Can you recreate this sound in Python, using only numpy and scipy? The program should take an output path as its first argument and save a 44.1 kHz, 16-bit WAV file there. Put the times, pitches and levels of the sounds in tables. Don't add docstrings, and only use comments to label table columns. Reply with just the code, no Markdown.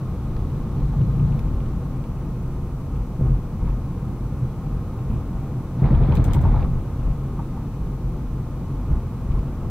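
import sys
import numpy as np
from scipy import signal
from scipy.fft import rfft, irfft, next_fast_len
from scipy.io import wavfile
from scipy.ndimage import uniform_filter1d

SR = 44100
rng = np.random.default_rng(int(sys.argv[2]) if len(sys.argv) > 2 else 0)


def wav_record(signal):
    frames = np.transpose(np.atleast_2d(signal))
    bounded = np.clip(frames, -1, 1)
    quanta = np.round(bounded * 32767).astype(np.int16)
    wavfile.write(sys.argv[1], SR, quanta)


N = 427769

# f/Hz, width/Hz, level/dB
CABIN_MODES = [(24.4, 14.7, 3.5), (43.5, 14.8, 8), (78.4, 18.3, 1), (128.1, 42.7, -2), (160.2, 46, -13.5),
               (200.6, 24.2, -12), (233.9, 14.5, -11.5), (276.6, 50.5, -14.5), (318.2, 60, -26.5),
               (376.5, 27, -56), (463, 72, -23), (550, 5.7, -39)]
# f/Hz, width/Hz, level/dB
TREAD_MODES = [(659, 110, -1.5), (777, 47, 3), (872.6, 75, 1.5), (1072, 52, 2), (1226, 61, -2.5)]
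# f/Hz, width/Hz, level/dB
BOUNCE_MODES = [(86.7, 55, -2.5)]
# f/Hz, width/Hz, level/dB
CASING_MODES = [(284, 75, 3.5), (387, 90, 2), (459, 61, -1.5), (540, 41, -6), (632, 43, -4)]
# f/Hz, width/Hz, level/dB
ROOF_MODES = [(104.6, 18, -8.5), (126.2, 15.5, 9.5), (161, 19, -4)]
# f/Hz, width/Hz, level/dB
DASHBOARD_MODES = [(900, 200, 0), (1080, 280, -5)]
# f/Hz, width/Hz, level/dB
LOOSE_PART_MODES = [(2150, 700, 3), (3300, 1300, 1.5), (4700, 900, -4), (6750, 1200, 0), (8050, 1200, 2),
                    (9150, 750, -2), (11450, 1100, -5), (13400, 800, 1), (15000, 1400, -5)]

# f/Hz, level/dB
ROAR_SPECTRUM = [(200, -3.5), (400, 2.5), (560, -10), (720, -0.5), (1000, 2), (1250, 1), (1450, -4.5),
                 (1700, -13), (2400, -14.5), (2900, -21), (4500, -32), (9000, -58)]
# f/Hz, level/dB
GROWL_SPECTRUM = [(150, -20), (330, -2), (560, -0.5), (680, 0.5), (860, 1), (1250, -6.5), (1750, -16),
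                  (2250, -18), (2800, -29), (3800, -27), (5000, -37), (7000, -59.5)]
# f/Hz, level/dB
SWISH_SPECTRUM = [(900, -43), (1600, 6), (2500, -4.5), (2900, 3), (4100, 5.5), (5000, -4.5), (7000, -7),
                  (12000, -16)]
# f/Hz, level/dB
HISS_SPECTRUM = [(300, -21), (1400, -4.5), (2500, 11), (2900, 3.5), (4000, 0), (5000, 4), (7600, 2),
                 (10000, 2), (12500, 1.5), (14500, 2), (16000, 1)]

# t/s, level/dB
ROAD_COARSENESS = [(0, 0.5), (1.5, 1.5), (2.6, -1.2), (5.0, 0.5), (7.0, 0.3), (8.2, -0.9), (9.5, 0.5)]
# t/s, level/dB
ROAD_HOLLOWS = [(0.79, -29.5), (1.67, -29), (2.28, -34), (2.51, -27.5), (2.99, -27.5), (3.28, -20),
                (3.68, -21.5), (4.79, -30), (5.15, -20.5), (5.36, -27.5), (6.77, -22), (7.08, -22.5),
                (7.85, -26.5), (8.15, -27.5), (8.93, -19.5), (9.35, -19.5), (9.66, -27.5)]
# t/s, front jolt/dB, rear jolt compared with front/dB, roof hum/dB
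ROAD_SEAMS = [(0.76, -18.5, -4, -34), (0.965, -15.5, -12, -25), (3.19, -10.5, -8.5, -12.5),
              (3.275, -22, -22, -19), (4.384, -31, -16, -18.5), (5.095, -20.5, -12, -28),
              (5.745, -29, -20, -20), (6.665, -28, -14, -17), (7.381, -32, -9, -29),
              (8.891, -17.5, -6, -37)]
# front jolt/dB, rear jolt/dB, front roof hum/dB, rear roof hum/dB
RAISED_STRIPS = [(-6, -6, -14, -28), (-6, -6.5, -15, -13), (-10, -6.5, -16, -18), (-8, -9, -14, -23),
                 (-8.5, -13, -13.5, -26)]
# t/s, ring f/Hz, ring peak/dB, snap peak/dB, top of the snap f/Hz
TRIM_TICKS = [(0.366, 1850, -42, -40, 5800), (0.502, 2550, -56, -46, 4000), (1.014, 2450, -49, -44, 3900),
              (1.197, 2200, -44, -46, 3600), (1.323, 2590, -44, -46, 3500), (1.392, 2350, -38, -37, 5600),
              (1.393, 11650, -41, -51, 14000), (1.603, 2300, -45, -46, 3300), (1.659, 2600, -47, -49, 3500),
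              (1.970, 2200, -49, -53, 3000), (2.040, 2500, -41, -50, 3000), (2.172, 2500, -47, -51, 3000),
              (2.958, 2580, -45, -52, 3500), (3.652, 2000, -50, -51, 3500), (3.673, 2200, -46, -46, 3904),
              (3.686, 1750, -46, -51, 4200), (3.703, 2500, -47, -49, 4200), (3.725, 2000, -50, -50, 4000),
              (4.989, 2500, -47, -48, 3500), (5.103, 2500, -45, -49, 3500), (5.146, 2580, -45, -48, 3500),
              (5.840, 2080, -32, -50, 3000), (5.858, 2620, -35, -47, 3500), (5.950, 2650, -36, -39, 4000),
              (6.036, 2400, -33.5, -33.5, 4000), (6.121, 2500, -33, -37, 4200),
              (6.154, 3200, -38, -40, 4800), (6.170, 2400, -37, -33, 4800), (6.203, 2200, -39, -44, 3500),
              (6.280, 4400, -43, -40, 5800), (6.336, 3100, -34, -36, 4200), (6.346, 2140, -36, -38, 4800),
              (6.627, 2300, -41, -45, 3500), (6.794, 2400, -49, -50, 3500), (6.999, 2540, -42, -53, 3000),
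              (7.033, 2580, -46, -53, 3000), (7.113, 2400, -44, -53, 3000), (7.738, 2300, -49, -51, 8000),
              (9.319, 2390, -44, -50, 5500), (9.391, 2150, -45, -46, 5800), (9.481, 2500, -51, -48, 3500)]
# t/s, level/dB
DASHBOARD_KNOCKS = [(0.935, -35.5), (3.612, -41.5), (3.672, -42), (5.849, -35.5), (5.95, -37),
                    (6.12, -29.5), (6.358, -35), (6.448, -29.5), (6.468, -35), (6.537, -28.5), (6.561, -35),
                    (6.644, -32), (7.388, -31), (7.57, -39)]
# t/s, level/dB
LOOSE_PART_LANDINGS = [(6.151, -40.5), (6.241, -36.5), (6.333, -35.5), (6.413, -47)]
# t/s, level/dB
MOTORBIKE_LEVEL = [(0, -34), (0.95, -35.5), (1.02, -17.5), (1.12, -25.5), (1.25, -17.5), (1.4, -27.5),
                   (1.8, -50), (2.6, -68)]
# multiple of the firing rate, level/dB
EXHAUST_TONES = [(3, -24), (4, -1), (5, 1), (6, -6), (7, -14.5), (8, -20), (9, -34)]
# t/s, level/dB
STREET_LEVEL = [(0, -64), (1.2, -61.5), (2.0, -66), (3.0, -67), (4.0, -66.5), (7.0, -65), (8.2, -66),
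                (9.4, -65)]
# f/Hz, level/dB, phase between left and right/rad
WHINE_TONES = [(3000, -76.5, 1.5), (6000, -75.3, 1.5), (12000, -78.5, 1.3), (15000, -76, 3.1)]

AXLE_LAG_S, WHEEL_LAG_S = .445, .02086
STRIP_TIMES_S = 5.815 + .089 * np.arange(len(RAISED_STRIPS))
STRIP_SIDE_DB = -14.5


def road_levels():
    hollow_spread_s = .051
    hollows = [from_db(db) * np.exp(-((seconds() - s) / hollow_spread_s) ** 2 / 2)
               for s, db in ROAD_HOLLOWS]
    swell = np.linalg.norm(hollows, axis=0)
    texture_db = in_time(ROAD_COARSENESS) + .19 * drift(hz=4.5)
    boom = np.hypot(from_db(-30.5 + .5 * drift(hz=6.5)), swell)
    drum = np.hypot(from_db(-28 + texture_db), from_db(-10.5) * swell)
    roar = np.hypot(from_db(-49 + texture_db), from_db(-29.5) * swell)
    return 20 * np.log10([boom, drum, roar])


def cabin_rumble(boom_db, drum_db):
    shake = resonate(white(side_db=-36), CABIN_MODES)
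    sway = resonate(white(side_db=-21), CABIN_MODES)
    boom = from_db(boom_db) * rms_one(cut(sway, 90, "low", order=4))
    drum = from_db(drum_db) * rms_one(cut(shake, 93.5, "high", order=4))
    return panned(boom, left_db=.8) + panned(drum, left_db=.25)


def tyre_roar(roar_db):
    ringing = rms_one(resonate(white(side_db=-57), TREAD_MODES))
    roar = coloured(ROAR_SPECTRUM, side_db=-46)
    return from_db(roar_db) * (roar + from_db(-1.5) * ringing)


def jolts(times, db, shudder_db, shudder_s, side_db):
    hits = blows(times, db) + blows(times + WHEEL_LAG_S, db - 6)
    kicks = cut(hits + 1e-18, 276, "low")
    shudder = from_db(shudder_db) * bursts(times, db, rise_s=.0087, decay_s=shudder_s)
    return kicks + shudder * white(side_db)


def seam_jolts():
    front_s, front_db, rear_change_db, _ = np.transpose(ROAD_SEAMS)
    times = np.r_[front_s, front_s + AXLE_LAG_S]
    db = np.r_[front_db, front_db + rear_change_db]
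    force = jolts(times, db, shudder_db=-30, shudder_s=.056, side_db=-34)
    softened = cut(force, 324, "low", order=1)
    return cut(softened, 50, "high", order=1)


def strip_jolts():
    front_db, rear_db, _, _ = np.transpose(RAISED_STRIPS)
    front_s, rear_s = STRIP_TIMES_S + .0041, STRIP_TIMES_S + AXLE_LAG_S
    front = jolts(front_s, front_db, shudder_db=-31, shudder_s=.051, side_db=STRIP_SIDE_DB)
    rear = jolts(rear_s, rear_db, shudder_db=-31, shudder_s=.049, side_db=STRIP_SIDE_DB)
    force = cut(front, 424, "low", order=1) + cut(rear, 160, "low", order=1)
    return panned(cut(force, 30, "high", order=1), left_db=.7)


def thumps():
    return strike(seam_jolts() + strip_jolts(), CABIN_MODES + BOUNCE_MODES)


def roof_hum():
    seam_s, _, _, seam_db = np.transpose(ROAD_SEAMS)
    _, _, front_db, rear_db = np.transpose(RAISED_STRIPS)
    strip_s = STRIP_TIMES_S + .005
    force = blows(seam_s + WHEEL_LAG_S, seam_db)
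    force += blows(strip_s, front_db) + blows(strip_s + AXLE_LAG_S, rear_db)
    return strike(force + 1e-18, ROOF_MODES)


def tyre_thuds():
    front = bursts(STRIP_TIMES_S, db=-28.5, rise_s=.015, decay_s=.021)
    rear = bursts(STRIP_TIMES_S + AXLE_LAG_S, db=-37.5, rise_s=.015, decay_s=.021)
    return (front + rear) * rms_one(resonate(white(STRIP_SIDE_DB), CASING_MODES))


def paint_growl():
    attack_s, hold_s, release_s = .046, .023, .016
    t = seconds()
    front_s, rear_s = STRIP_TIMES_S, STRIP_TIMES_S + AXLE_LAG_S
    fade_in = np.clip((t - front_s[0]) / attack_s + 1, 0, 2) / 2
    fade_out = np.exp(-np.maximum(t - rear_s[-1] - hold_s, 0) / release_s)
    paint_db = np.interp(t, [front_s[0], rear_s[-1]], [-33.5, -36])
    grinding = fade_in * fade_out * from_db(paint_db)
    slaps = bursts(np.r_[front_s, rear_s] + WHEEL_LAG_S, db=0, rise_s=.006, decay_s=.018)
    grit = from_db(1.7 * drift(hz=90))
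    return grinding * (.85 + .2 * slaps) * grit * coloured(GROWL_SPECTRUM, STRIP_SIDE_DB)


def motorbike(firings_per_s=28.4):
    firing_hz = firings_per_s * (1 + .015 * drift(hz=6))
    phase = 2 * np.pi * np.cumsum(firing_hz) / SR
    note = 0
    for multiple, db in EXHAUST_TONES:
        strength = from_db(db + .69 * drift(hz=7.3))
        note += strength * np.sin(multiple * phase + rng.uniform(0, 2 * np.pi))
    return panned(from_db(in_time(MOTORBIKE_LEVEL)) * rms_one(note), left_db=1.8)


def trim_chatter(count=26):
    span_s = STRIP_TIMES_S[-1] + AXLE_LAG_S - STRIP_TIMES_S[0]
    when, size, pitch = rng.random((count, 3)).T
    times = STRIP_TIMES_S[0] + span_s * when
    ring_db = -49.5 + 3 * (2 * size - 1) + 4.5 * np.sin(np.pi * when)
    ring_hz = 1600 * 2 ** pitch
    snap_db, top_hz = ring_db + 1.5, np.full(count, 4200)
    return np.c_[times, ring_hz, ring_db, snap_db, top_hz]


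def trim_ticks(snap_s=.0022, echo_s=.01):
    age = seconds()[:SR // 12]
    fade = np.exp(-age / snap_s) + from_db(-17) * np.exp(-age / echo_s)
    out = np.zeros((2, N + SR))
    for s, ring_hz, ring_db, snap_db, top_hz in np.vstack([TRIM_TICKS, trim_chatter()]):
        mid, side = rng.standard_normal((2, len(age)))
        slip = fade * stereo(mid, side, side_db=-4)
        ring = resonate(slip, [(ring_hz, .3 * ring_hz, 0)])
        snap = cut(cut(slip, 1880, "high"), top_hz, "low", order=6)
        tick = from_db(ring_db) * ring / np.abs(ring).max()
        tick += from_db(snap_db) * snap / np.abs(snap).max()
        start = int(s * SR)
        out[:, start:start + len(age)] += tick
    return out[:, :N]


def rattle(hits, modes, rise_s, decay_s, echo_db, echo_s, side_db):
    times, db = np.transpose(hits)
    contact = bursts(times, db, rise_s, decay_s)
    echo = bursts(times, db + echo_db, rise_s=.0049, decay_s=echo_s)
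    return (contact + echo) * rms_one(resonate(white(side_db), modes))


def loose_part_clinks():
    bounces = np.add(LOOSE_PART_LANDINGS, [.009, -11])
    clinks = rattle(np.vstack([LOOSE_PART_LANDINGS, bounces]), LOOSE_PART_MODES,
                    rise_s=.0015, decay_s=.0016, echo_db=-13, echo_s=.016, side_db=1)
    return panned(clinks, left_db=4)


def dashboard_knocks():
    knocks = rattle(DASHBOARD_KNOCKS, DASHBOARD_MODES,
                    rise_s=.003, decay_s=.009, echo_db=-20, echo_s=.02, side_db=-26)
    return cut(knocks, 1300, "low", order=4)


def street_swish():
    swish = coloured(SWISH_SPECTRUM, side_db=-1.5)
    return panned(from_db(in_time(STREET_LEVEL)) * swish, left_db=5)


def microphone_noise():
    whine = 0
    for hz, db, right_phase in WHINE_TONES:
        phase = 2 * np.pi * hz * seconds() + np.array([[0], [right_phase]])
        whine += from_db(db) * np.sqrt(2) * np.sin(phase)
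    return whine + from_db(-58.5) * coloured(HISS_SPECTRUM, side_db=1.5)


def from_db(db):
    return 10 ** (np.asarray(db) / 20)


def rms_one(x):
    return x / np.sqrt(np.mean(x ** 2) + 1e-20)


def seconds():
    return np.arange(N) / SR


def in_time(rows):
    return np.interp(seconds(), *np.transpose(rows))


def cut(x, hz, kind, order=2):
    return signal.sosfilt(signal.butter(order, hz, kind, fs=SR, output="sos"), x)


def panned(x, left_db):
    return x * from_db(left_db * np.array([[.5], [-.5]]))


def stereo(mid, side, side_db):
    return mid + from_db(side_db) * side * np.array([[1], [-1]])


def white(side_db):
    mid, side = rng.standard_normal((2, N))
    return rms_one(stereo(mid, side, side_db))


def coloured(spectrum, side_db):
    hz, db = np.transpose(spectrum)
    size = next_fast_len(N)
    bins_hz = np.linspace(1, SR / 2, size // 2 + 1)
    gain = from_db(np.interp(np.log(bins_hz), np.log(hz), db))
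    shaped = irfft(rfft(white(side_db), size) * gain, size)
    return rms_one(shaped[:, :N])


def drift(hz):
    return rms_one(cut(rng.standard_normal(N), hz, "low"))


def resonate(force, modes):
    out = 0
    for hz, width_hz, db in modes:
        r = np.exp(-np.pi * width_hz / SR)
        gain = (1 - r * r) / 2
        section = [gain, 0, -gain, 1, -2 * r * np.cos(2 * np.pi * hz / SR), r * r]
        out = out + from_db(db) * signal.sosfilt([section, section], force)
    return out


def strike(force, modes):
    click_answer = resonate(signal.unit_impulse(SR // 4), modes)
    return resonate(force, modes) / np.abs(click_answer).max()


def blows(times, db):
    out = np.zeros(N)
    samples = np.round(np.asarray(times) * SR).astype(int)
    out[np.clip(samples, 0, N - 1)] = from_db(db)
    return out


def bursts(times, db, rise_s, decay_s):
    age = seconds()[:SR // 2]
    shape = (1 - np.exp(-(age / rise_s) ** 2)) * np.exp(-age / decay_s)
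    return signal.fftconvolve(blows(times, db), shape / shape.max())[:N]


def scene():
    boom_db, drum_db, roar_db = road_levels()
    pass_s, pass_half_s = 1.12, .51
    nearness = 1 / (1 + ((seconds() - pass_s) / pass_half_s) ** 2)
    street = street_swish()
    rolling = cabin_rumble(boom_db + 6.5 * nearness, drum_db) + tyre_roar(roar_db)
    bumps = thumps() + roof_hum() + tyre_thuds() + paint_growl()
    rattles = loose_part_clinks() + dashboard_knocks() + trim_ticks()
    return rolling + bumps + rattles + motorbike() + street + microphone_noise()


def gain_control(x, threshold_db, slope, release_db_per_s):
    power = uniform_filter1d(np.mean(x ** 2, axis=0), size=1024)
    level_db = 10 * np.log10(np.maximum(power, 1e-12))
    fall_db = release_db_per_s * seconds()
    held_db = np.maximum.accumulate(level_db + fall_db) - fall_db
    return x * from_db(-slope * np.maximum(held_db - threshold_db, 0))


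def record(dry):
    levelled = gain_control(cut(dry, 5.5, "high"), threshold_db=-15, slope=.45, release_db_per_s=44)
    treble_cut = signal.ellip(12, .1, 80, 15650, fs=SR, output="sos")
    return signal.sosfilt(treble_cut, levelled)


dry = scene()
out = record(dry)
wav_record(out)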